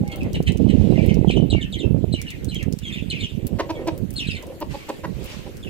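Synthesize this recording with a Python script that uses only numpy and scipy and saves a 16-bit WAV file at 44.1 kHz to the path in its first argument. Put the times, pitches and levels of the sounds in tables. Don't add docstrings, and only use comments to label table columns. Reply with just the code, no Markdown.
import sys
import numpy as np
from scipy import signal
from scipy.fft import rfft, irfft, next_fast_len
from scipy.io import wavfile
from scipy.ndimage import uniform_filter1d, minimum_filter1d

SR = 44100
rng = np.random.default_rng(int(sys.argv[2]) if len(sys.argv) > 2 else 0)


def gain_from_decibels(decibels):
    exponent = np.asarray(decibels, float) / 20
    return 10 ** exponent


def to_wav(s):
    ch = np.atleast_2d(s).T
    pcm = np.round(np.clip(ch, -1, 1) * 32767)
    wavfile.write(sys.argv[1], SR, pcm.astype(np.int16))


N = 250929

# (time [s], level [dB], left minus right [dB])
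WIND_LEVEL = [(0.0, -18, -11.5), (0.11, -40, -5), (0.3, -29.5, 7), (0.65, -18.5, -35), (1.54, -19.5, -34),
              (1.68, -36, -4), (1.9, -22, -50), (2.36, -42, 1), (2.69, -27, -50), (2.82, -36, -20),
              (3.55, -29.5, -42), (3.63, -42, -6), (4.17, -34, -35), (4.61, -47.5, 10), (4.71, -37, -15),
              (4.93, -59, -4), (5.12, -32.5, -34), (5.69, -48.5, 0)]
# (time [s], length [s], pitch [Hz], level [dB])
YOUNG_SQUAWKS = [
    (0.116, 0.021, 1130, -50),
    (0.344, 0.016, 1025, -44.5),
    (0.463, 0.029, 1056, -41),
    (0.689, 0.025, 1033, -47),
]


def rooster():
    # (time [s], peak [dB], pitch [Hz], roughness [0-1], lift of the upper throat [dB])
    clucks = [
        (3.584, -11, 333.1, 0.63, 5),
        (3.687, -14.5, 320.4, 0.28, -1),
        (3.865, -12, 313, 0.19, -2),
        (4.42, -34, 263, 0.54, -3),
        (4.509, -37.5, 253, 0.08, -7),
        (4.606, -17.5, 291.4, 0.51, -2),
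        (4.733, -21, 272, 0.32, -13),
        (4.881, -16, 283.7, 0.4, 0),
        (5.031, -17, 290.3, 0.55, 10),
        (5.457, -31.5, 253, 0.25, -9),
    ]
    voice = purr()
    for s, db, hz, rough, lift_db in clucks:
        length = 0.0341 + .0004 * db
        beak = 0.84 + 0.43 * rough
        add(voice, s, cluck(db, hz, length, beak, rough, lift_db))
    return voice


def cluck(db, hz, length, beak, rough, lift_db):
    # (frequency [Hz], width [Hz], level [dB])
    throat = [(366, 236, 6.5), (470, 259, 6), (910, 188, 4), (1380, 300, -16), (1720, 400, -15),
              (2600, 480, -12), (4000, 4000, -25)]
    t = np.arange(round((length + 0.28) * SR)) / SR
    bend = 0.0392 * np.sin(np.pi * t / length)
    jitter = 0.26 * rough * wander(len(t), 0.0026)
    turns = np.cumsum(hz * (1 + bend + jitter)) / SR
    pulses = sum(np.cos(2 * np.pi * k * turns) for k in range(1, 20))
    puffs = np.exp(-(turns % 1) / 0.61) * rng.standard_normal(len(t))
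    swell = np.sin(np.pi * np.clip(t / length, 0, 1) ** 1.9) ** 0.55
    drive = ((1 - rough) * evened(pulses) + rough * evened(puffs)) * swell
    voice = np.zeros(len(t))
    for k, (f, width, gain_db) in enumerate(throat):
        ring = resonate_twice(drive, f * beak, width * 1.3)
        voice += (-1) ** k * gain_from_decibels(gain_db + lift_db * (k in (3, 4))) * ring
    return gain_from_decibels(db) * voice / abs(voice).max()


def purr():
    # (loudest time [s], rise [s], fall [s], level [dB])
    purrs = [
        (.15, 0.14, 0.18, -35.5),
        (.265, 0.09, 0.073, -30.5),
        (3.63, 0.31, 0.28, -35),
        (3.8, 0.17, 0.21, -29.5),
        (3.94, 0.18, 0.12, -34.5),
        (4.5, 0.18, 0.15, -35),
        (5.22, 0.15, 0.14, -41),
        (5.5, 0.11, 0.013, -37.5),
    ]
    # (frequency [Hz], width [Hz], level [dB])
    chest = [(357, 153, 14), (476, 138, 15), (866, 140, -5)]
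    turns = np.cumsum(55 * (1 + 0.32 * wander(N, .02))) / SR
    drive = (np.exp(-(turns % 1) / 0.7) + 0.25) * rng.standard_normal(N)
    body = sum(gain_from_decibels(gain_db) * resonate_twice(drive, f, width) for f, width, gain_db in chest)
    return swells(purrs) * evened(body)


def ticks():
    # (time [s], peak [dB])
    pecks = [(.0775, -32.5), (.1171, -34.5), (.2326, -32), (.3317, -29), (.4263, -32.5), (.5207, -32.5),
             (.573, -33), (.6225, -44), (1.143, -30.5), (2.216, -21), (2.3043, -27.5), (2.4452, -28.5),
             (2.546, -26.5), (2.6284, -24), (2.7253, -25.5), (2.7886, -27.5), (3.705, -30), (3.875, -27),
             (4.425, -33.5), (4.8908, -30.5), (5.23, -41), (5.5697, -32.5)]
    # (time [s], peak [dB])
    claws = [(.1595, -27.5), (1.0625, -29.5), (3.4685, -20.5), (3.9783, -27.5), (4.106, -31), (4.1305, -33),
             (4.139, -31), (4.4687, -32), (4.6033, -30.5), (5.259, -31), (5.243, -33)]
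    ground = np.zeros((2, N))
    for rows, hz, pan_db in ((pecks, 6100, -3), (claws, 13300, 3)):
        for s, db in rows:
            add(ground, s, tick(db, hz * (1 + .1 * rng.standard_normal()), pan_db))
    return ground


def tick(db, hz, pan_db):
    t = np.arange(900) / SR
    crack = np.exp(-t / 0.0007)
    chip = 0.55 * np.exp(-abs(t - .003) / 0.00035)
    answer = 0.2 * np.exp(-((t - .009) / 0.0017) ** 2)
    shape = crack + chip + answer + 0.11 * np.exp(-t / 0.0064)
    grit = rng.standard_normal((3, len(t)))
    grit = (grit[0] + 2.5 * grit[1:]) * shape
    wide = signal.lfilter(*signal.butter(2, 3500, "high", fs=SR), grit)
    hit = wide + 4.9 * np.array([resonate(g, min(hz, 15500), 3100) for g in grit])
    pan = np.array([[.5], [-.5]]) * pan_db
    return gain_from_decibels(db + pan) * hit / abs(hit.mean(0)).max()


def scuffs():
    # (loudest time [s], rise [s], fall [s], level [dB])
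    steps = [
        (0.85, .5, 0.8, -60),
        (1.1, .5, .2, -60.5),
        (4.714, 0.032, 0.39, -53.5),
        (5.32, 0.31, .3, -52),
    ]
    # (frequency [Hz], level [dB per Hz])
    grit_colour = [(530, -17), (900, -6), (1280, -10.5), (1550, -10.5), (2680, -4), (3100, -7),
                   (7260, -16.5), (11000, -27), (15000, -27), (16400, -46)]
    return swells(steps) * gain_from_decibels(12.5) * hiss(grit_colour, patchy_db=1.8)


def birds():
    # (time [s], length [s], start [Hz], end [Hz], level [dB])
    thin_tones = [
        (0, 0.22, 834, 758, -41),
        (0.12, 0.058, 1314, 1324, -46),
        (3.755, 0.034, 2270, 2200, -48.5),
        (3.755, .075, 1870, 1830, -53),
        (.06, 0.094, 2212, 2126, -47),
        (4.77, 0.086, 1220, 1084, -52.5),
        (4.87, 0.02, 2130, 2080, -52),
        (4.93, .02, 1830, 1800, -51),
        (4.69, .02, 2050, 2000, -52),
        (5.323, 0.025, 614, 560, -40.5),
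    ]
    # (frequency [Hz], level [dB])
    bird_colour = [(1550, -1), (2050, 6.5), (3000, 7), (5500, 3.5), (7000, 7), (8700, 15), (10500, 10),
                   (14000, 5.5)]
    flock = np.zeros(N)
    for row in songs():
        add(flock, *note(*row))
    flock = flock + rasp(flock)
    for row in thin_tones:
        add(flock, *note(*row, rough=.5))
    return colour(flock, bird_colour)


def songs():
    # (time [s], length [s], level [dB], pitch [factor])
    chirps = [
        (1.502, 0.12, -34.5, 0.93),
        (2.127, 0.11, -35.5, 0.95),
        (3.102, 0.049, -29, 0.97),
        (2.922, 0.091, -45, 0.81),
    ]
    # (start [share], length [share], start [Hz], end [Hz], level [dB])
    stair = [
        (0, 0.14, 4390, 3976, 0.5),
        (.13, 0.287, 3284, 2867, -1.5),
        (0.419, .5, 2500, 2150, -10),
        (.85, 0.15, 1970, 1570, -33),
    ]
    # (time [s], length [s], start [Hz], level [dB])
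    slides = [(0.972, 0.025, 3030, -40), (1.014, 0.035, 2810, -43), (1.31, 0.02, 3300, -37),
              (1.33, 0.015, 4200, -44), (.98, .02, 2700, -43), (1.085, .025, 2900, -43),
              (1.11, .02, 2600, -44), (1.612, 0.022, 3750, -36.5), (1.801, 0.024, 3820, -38),
              (1.845, 0.032, 1780, -51.5), (2.291, 0.059, 3370, -43), (2.528, 0.022, 2700, -44),
              (2.6, .03, 2400, -46), (4.33, .03, 2900, -39), (4.255, .02, 1850, -48),
              (2.575, 0.064, 3465, -43), (2.95, 0.017, 3000, -44), (2.969, 0.031, 3300, -40),
              (3.158, 0.02, 2900, -39), (3.15, 0.015, 3500, -44), (4.178, 0.037, 4250, -32.5),
              (4.212, 0.028, 3350, -37), (4.312, 0.01, 3950, -38), (4.285, .02, 3400, -37),
              (4.302, 0.022, 5600, -45), (4.33, 0.012, 5500, -50), (1.738, .014, 3550, -35),
              (4.352, 0.0197, 4400, -41.5), (3.244, 0.026, 3300, -39.5), (3.115, .02, 3700, -41),
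              (2.956, 0.022, 2500, -47), (2.895, .015, 2900, -41), (2.296, 0.029, 2700, -52),
              (2.53, 0.03, 2700, -50), (2.606, 0.027, 2900, -44.5), (4.343, 0.032, 3400, -52),
              (5.628, 0.024, 3750, -45), (3.2, 0.019, 2700, -40), (2.985, .02, 3900, -50)]
    # (time [s], length [s], start [Hz], level [dB])
    dives = [(1.293, .02, 3250, -32), (1.303, .02, 4800, -44), (1.505, .026, 4400, -37),
             (1.722, .024, 4400, -37), (1.752, .016, 2700, -44), (1.785, .03, 4600, -44),
             (3.112, .018, 3300, -38), (3.236, .022, 3750, -33), (4.197, .012, 3100, -37),
             (2.288, .02, 4600, -47), (2.85, .02, 2700, -46), (2.895, .02, 2600, -46)]
    # (time [s], length [s], pitch [Hz], level [dB])
    peeps = [(0.21, 0.0069, 2700, -37.5), (0.234, 0.033, 2070, -49.5), (0.918, 0.0091, 4060, -47.5),
             (0.957, 0.01, 2090, -38), (1.069, 0.05, 2300, -41), (1.09, 0.023, 3090, -39.5),
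             (1.232, 0.016, 2046, -47.5), (1.275, 0.037, 3230, -37.5), (1.365, 0.017, 3090, -34),
             (1.531, 0.012, 3090, -39), (1.56, .035, 2307, -40), (1.622, 0.011, 3133, -31.5),
             (1.636, 0.027, 2810, -45), (1.752, 0.011, 3250, -40), (1.765, .025, 2158, -47),
             (1.828, .04, 2745, -43.5), (2.182, 0.027, 2420, -44), (2.31, .025, 2040, -44),
             (2.395, .02, 2110, -51), (4.296, 0.025, 2763, -34), (4.23, 0.037, 2600, -38.5),
             (4.203, 0.019, 5660, -43), (4.357, .025, 3150, -46), (4.349, 0.026, 2250, -43.5),
             (4.283, .014, 1530, -48), (4.365, .02, 1580, -50), (4.36, .03, 2150, -49),
             (2.268, 0.015, 2980, -39), (2.345, 0.024, 2550, -48), (2.485, 0.026, 4200, -42.5),
             (2.553, 0.017, 3250, -34.5), (2.835, 0.02, 3600, -45), (2.845, .048, 3370, -40),
             (2.826, .01, 2950, -46), (3.02, .03, 3550, -53), (3.29, .02, 3650, -46),
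             (2.899, 0.02, 2550, -43.5), (2.926, 0.025, 3655, -38), (3.197, 0.034, 4260, -47),
             (3.205, 0.016, 3680, -34), (3.225, .012, 3100, -37), (3.753, 0.016, 3420, -48),
             (3.13, .015, 2500, -38), (3.175, .025, 2450, -41), (4.161, 0.022, 4330, -34),
             (4.27, 0.014, 4100, -38), (4.371, 0.01, 4330, -48), (1.592, .035, 1850, -46),
             (1.645, .02, 1850, -48), (2.51, .025, 3100, -40), (2.255, .02, 1850, -48),
             (2.63, .03, 1330, -50), (4.786, 0.056, 2320, -51.5), (5.667, 0.027, 2730, -42)]
    # (multiple, level [dB])
    squawk_orders = [(2, -1), (3, 6), (4, -1)]
    rows = []
    for s, size, db, pitch in chirps:
        rows += [(s + a * size, b * size, f0 * pitch, f1 * pitch, db + g) for a, b, f0, f1, g in stair]
    for calls, octaves_per_s in ((slides, 18), (dives, 28)):
        rows += [(s, size, hz, hz * 2 ** (-octaves_per_s * size), db) for s, size, hz, db in calls]
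    rows += [(s, size, hz, hz * 0.94, db) for s, size, hz, db in peeps]
    for s, size, hz, db in YOUNG_SQUAWKS:
        rows += [(s, size, k * hz, k * hz * .93, db + g) for k, g in squawk_orders]
    return rows


def note(s, length, start_hz, end_hz, db, rough=1):
    t = np.arange(round((length + 0.0066) * SR)) / SR
    shake = 40 * rough * wander(len(t), .002)
    phase = 2 * np.pi * np.cumsum(np.geomspace(start_hz, end_hz, len(t)) + shake) / SR
    tone = np.sin(phase) + gain_from_decibels(-20.5) * np.sin(2 * phase + 1)
    flutter = .8 + .45 * rough * wander(len(t), .002 + .01 * length)
    husk = gain_from_decibels(-14) * wander(len(t), .0007) * np.sin(phase)
    splash = gain_from_decibels(-28) * wander(len(t), 0.00023) * np.sin(2 * phase)
    whistle = tone * flutter + rough * (husk + splash)
    return max(s - .003, 0), gain_from_decibels(db) * whistle * signal.windows.tukey(len(t), .4)


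def rasp(whistles):
    # (loudest time [s], rise [s], fall [s], level [dB])
    chatter = [(0.87, 2, 1.9, -56.5), (1.04, 0.24, 0.25, -49.5), (1.34, 0.13, 0.32, -52.5),
               (1.65, 0.26, 0.24, -60), (2.25, 0.37, 0.31, -55), (2.95, 0.21, 0.12, -48.5),
               (3.21, 0.28, 0.37, -51), (4.265, 0.17, 0.28, -48.5), (3.8, 0.6, 0.44, -62.5),
               (0.14, .3, .3, -57), (4.8, .2, .2, -60), (4.93, .1, .1, -60), (1.31, .02, .06, -44),
               (2.6, .1, .1, -55)]
    hz = 2600 * (1 + .09 * wander(N, .008))
    low = evened(resonate_twice(rng.standard_normal(N), hz, 1300))
    high = evened(resonate_twice(rng.standard_normal(N), 7500, 4500))
    flutter = gain_from_decibels(2.5 * wander(N, .004))
    squawk_air = [(s + size / 2, size / 2, 0.034, db + 5.5) for s, size, hz, db in YOUNG_SQUAWKS]
    breath = swells(chatter + squawk_air) * flutter * (low + gain_from_decibels(-41.0) * high)
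    return breath + gain_from_decibels(-16.5) * whistles * wander(N, .0004)


def from_pens(flock):
    # (frequency [Hz], level [dB])
    left_tone = [(1000, -0.5), (2800, -3), (4500, 2), (8000, 2.5), (14000, 10.5)]
    direct = np.array([colour(later(flock, count=12), left_tone, 1), flock])
    wall = np.array([later(flock, count=640), -later(flock, count=730)])
    return direct + gain_from_decibels(-10) * wall + gain_from_decibels(-8.5) * yard(flock)


def wind():
    # (loudest time [s], rise [s], fall [s], level [dB])
    gusts = [(.26, 0.21, 0.064, -26.5), (1.44, .2, .1, -21), (2.08, 0.28, 0.26, -24.5),
             (2.47, 0.18, 0.16, -27.5), (3.24, 0.6, 0.084, -30.5), (3.42, 0.098, 0.23, -27),
             (3.53, 0.095, 0.044, -23), (4.04, 0.33, 0.098, -28), (4.35, 0.33, 0.045, -31.5),
             (4.72, 0.095, .08, -30), (5.09, 0.13, .2, -31), (5.4, 0.26, 0.082, -32), (5.69, 0.13, .1, -31)]
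    # (time [s], half width [s], depth [dB])
    lulls = [
        (0.452, 0.014, -12),
        (0.578, .015, -11),
        (1.491, 0.034, -7.5),
        (2.79, 0.02, -11.5),
        (3.292, 0.031, -14),
        (4.42, 0.048, -3.5),
        (5.32, 0.05, -10),
    ]
    # (frequency [Hz], level [dB per Hz])
    eddy_colour = [(15, -69), (25, -12.5), (86, 3), (127, -2.5), (167, 3), (270, -7), (422, -13.5),
                   (595, -31), (1080, -50), (1500, -122), (1950, -100), (3300, -120)]
    pan = gain_from_decibels(follow(WIND_LEVEL, column=2))
    right = 2 * gain_from_decibels(follow(WIND_LEVEL)) / np.sqrt(1 + pan ** 2)
    t = np.arange(N) / SR
    calm = gain_from_decibels(sum(db * np.exp(-((t - s) / half) ** 2) for s, half, db in lulls))
    level = np.array([right * pan, calm * np.maximum(right, 2 * swells(gusts))]) * gain_from_decibels(2.0)
    lumps = .6 * np.array([wander(N, .015), wander(N, .015)])
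    out = np.zeros((2, N))
    for hz in np.geomspace(30, 730, num=10):
        hits = (rng.random((2, N)) < .5 * hz / SR) * rng.standard_normal((2, N))
        layer = evened(signal.oaconvolve(hits, swirl(hz, turns=1.406)[None], "same"))
        strength = np.minimum(level / 0.074, 2) ** (0.18 * np.log2(hz / 130))
        gust = gain_from_decibels(np.log2(hz / 25) * lumps) * strength
        out += layer * gust * gain_from_decibels(read(eddy_colour, hz)) * np.sqrt(hz)
    out *= level / np.sqrt(uniform_filter1d(out ** 2, 7000))
    strong_eddies(out[1], eddy_colour)
    return out


def strong_eddies(port, eddy_colour):
    # (time [s], peak [dB], sharpness [factor])
    eddies = [(0.032, -28.5, 1.8), (0.262, -28.5, 2.1), (0.342, -37, 2.1), (0.361, -31.5, 2.2),
              (0.4, -19, 1.75), (0.484, -33, 1.6), (0.507, -32, 1.3), (0.527, -37, 1.44),
              (0.553, -26, 1.15), (0.597, -25, 1.67), (0.617, -26, 1.3), (0.645, -18, 1.17),
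              (0.664, -14, 1.5), (0.677, -22, 1.2), (0.735, -22.5, 1.43), (0.809, -22.5, 1.7),
              (0.839, -19, 1.2), (0.869, -20, 1.47), (0.92, -13, 1.78), (0.956, -24, 1.3),
              (0.976, -20, 1.86), (1.027, -31, 0.92), (1.06, -24, 1.33), (1.11, -30, 1.3),
              (1.166, -19, 1.5), (1.187, -23.5, 1.2), (1.209, -20.5, 1.58), (1.243, -15, 2.28),
              (1.271, -23, 1.76), (1.297, -18, 1.95), (1.362, -27, 1.3), (1.37, -16, 2), (1.396, -18, 1.66),
              (1.422, -19, 1.55), (1.439, -25, 1.34), (1.525, -19.5, 1.76), (1.545, -12, 1.96),
              (1.579, -27, 1.6), (1.874, -26.5, 1.47), (1.905, -20, 0.99), (1.942, -15.5, 1.53),
              (1.96, -26.5, 1.77), (2.038, -15, 1.66), (2.136, -22.5, 1.6), (2.633, -34, 0.96),
              (2.68, -22, 1.2), (2.734, -25.5, 1.15), (3.021, -30, 1.38), (3.127, -32.5, 1.2),
              (3.162, -48, 1.5), (3.349, -41, 0.87), (3.426, -32, 1), (3.526, -27, 1.5), (4.284, -27, 1.17),
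              (5.095, -40.5, 1)]
    snap = colour(signal.unit_impulse(N, SR), eddy_colour, 0.9)[SR - 800:SR + 800] * np.hanning(1600)
    place = np.arange(-800, 800)
    for s, db, sharp in eddies:
        a, b = rng.uniform(-1.12, 1, 2)
        push = np.interp(place * sharp, place, snap)
        burst = push - 0.47 * np.roll(push, round(130 + 50 * b))
        add(port, s - .014, np.sign(a + .7) * gain_from_decibels(db + 18.0) * burst / snap.max())


def swirl(hz, turns):
    t = np.linspace(-1.5, 1.5, round(3 * turns * SR / hz))
    return np.exp(-4 * t ** 2) * np.cos(2 * np.pi * turns * t + .5)


def open_air():
    # (frequency [Hz], level [dB per Hz])
    air_colour = [(410, -3), (700, -16.5), (1190, -23.5), (1760, -21), (2520, -20.5), (5000, -29),
                  (7720, -29), (9920, -33.5), (13800, -28), (15700, -43), (16400, -48)]
    duck_db = 0.23 * uniform_filter1d(follow(WIND_LEVEL) + 35, 9000)
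    return gain_from_decibels(-45 - duck_db) * hiss(air_colour, patchy_db=3.4)


def yard(x):
    # (frequency [Hz], decay by 60 dB [s])
    decay = [(300, 0.27), (1500, 0.15), (3000, 0.23), (8000, 0.12), (16000, 0.075)]
    taps = np.zeros((2, SR // 2))
    at = np.arange(150, SR // 2 - 20, 20) + rng.integers(0, 20, (2, (SR // 2 - 151) // 20))
    np.put_along_axis(taps, at, rng.choice([-1., 1.], at.shape), 1)
    hz, t, z = signal.stft(taps, SR, nperseg=256)
    tail = signal.istft(z * gain_from_decibels(-60 * t / read(decay, hz)[:, None]), SR, nperseg=256)[1]
    return signal.fftconvolve(x[None], tail / np.linalg.norm(tail[0]), axes=1)[:, :N]


def hiss(points, patchy_db):
    frames, hz = N // 128 + 5, np.fft.rfftfreq(512, 1 / SR)
    a, b = rng.standard_normal((2, 2, 257, frames))
    patches = uniform_filter1d(rng.standard_normal((257, frames)), 8, 0)
    patches = evened(uniform_filter1d(patches, 14, 1))
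    z = (a + 1j * b) * gain_from_decibels(read(points, hz)[:, None] + patchy_db * patches)
    return evened(signal.istft(z, nperseg=512, noverlap=384)[1][:, :N])


def swells(rows):
    t = np.arange(0, N, 32) / SR
    levels = [db - 22 * np.maximum((s - t) / rise, (t - s) / fall) for s, rise, fall, db in rows]
    return np.interp(np.arange(N) / SR, t, gain_from_decibels(np.max(levels, axis=0)))


def resonate(x, hz, width):
    turn = np.exp(2j * np.pi * np.cumsum(hz * np.ones(len(x))) / SR)
    r = np.exp(-np.pi * width / SR)
    return 2 * (turn * signal.lfilter([1 - r], [1, -r], x / turn)).real


def resonate_twice(x, hz, width):
    return resonate(resonate(x, hz, width), hz, width)


def wander(length, seconds):
    span = max(int(seconds * SR), 2)
    return evened(uniform_filter1d(uniform_filter1d(rng.standard_normal(length), span), span))


def colour(x, points, shift=0.97):
    size = next_fast_len(N + 4096)
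    gain = gain_from_decibels(read(points, np.fft.rfftfreq(size, 1 / SR) / shift))
    return irfft(rfft(x, size) * gain, size)[..., :N]


def read(points, hz):
    f, value = np.transpose(points)
    return np.interp(np.log(hz + 1), np.log(f + 1), value)


def follow(rows, column=1):
    rows = np.array(rows)
    return np.interp(np.arange(N) / SR, rows[:, 0], rows[:, column])


def evened(x):
    return x / np.sqrt(np.mean(x ** 2) + 1e-20)


def later(x, count):
    return np.pad(x, (count, 0))[:N]


def add(mix, s, sound):
    part = mix[..., round(s * SR):][..., :sound.shape[-1]]
    part += sound[..., :part.shape[-1]]


def scene():
    voice, ground = rooster(), ticks()
    near = np.array([gain_from_decibels(-1.5) * voice, np.roll(voice, 3)]) + ground
    echoes = gain_from_decibels(-12) * yard(voice) + gain_from_decibels(-11) * yard(ground.mean(0))
    return near + echoes + scuffs() + from_pens(birds()) + wind() + open_air()


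def low_pass(x):
    return signal.sosfilt(signal.butter(12, 16530, fs=SR, output="sos"), x)


def record(dry):
    peak = -minimum_filter1d(-abs(dry), 300)
    held = dry * uniform_filter1d(np.minimum(.9 / peak, 1), 300)
    held = signal.oaconvolve(held, signal.firwin(255, 16000, fs=SR)[None], "same")
    return low_pass(held)


dry = scene()
out = record(dry)
to_wav(out)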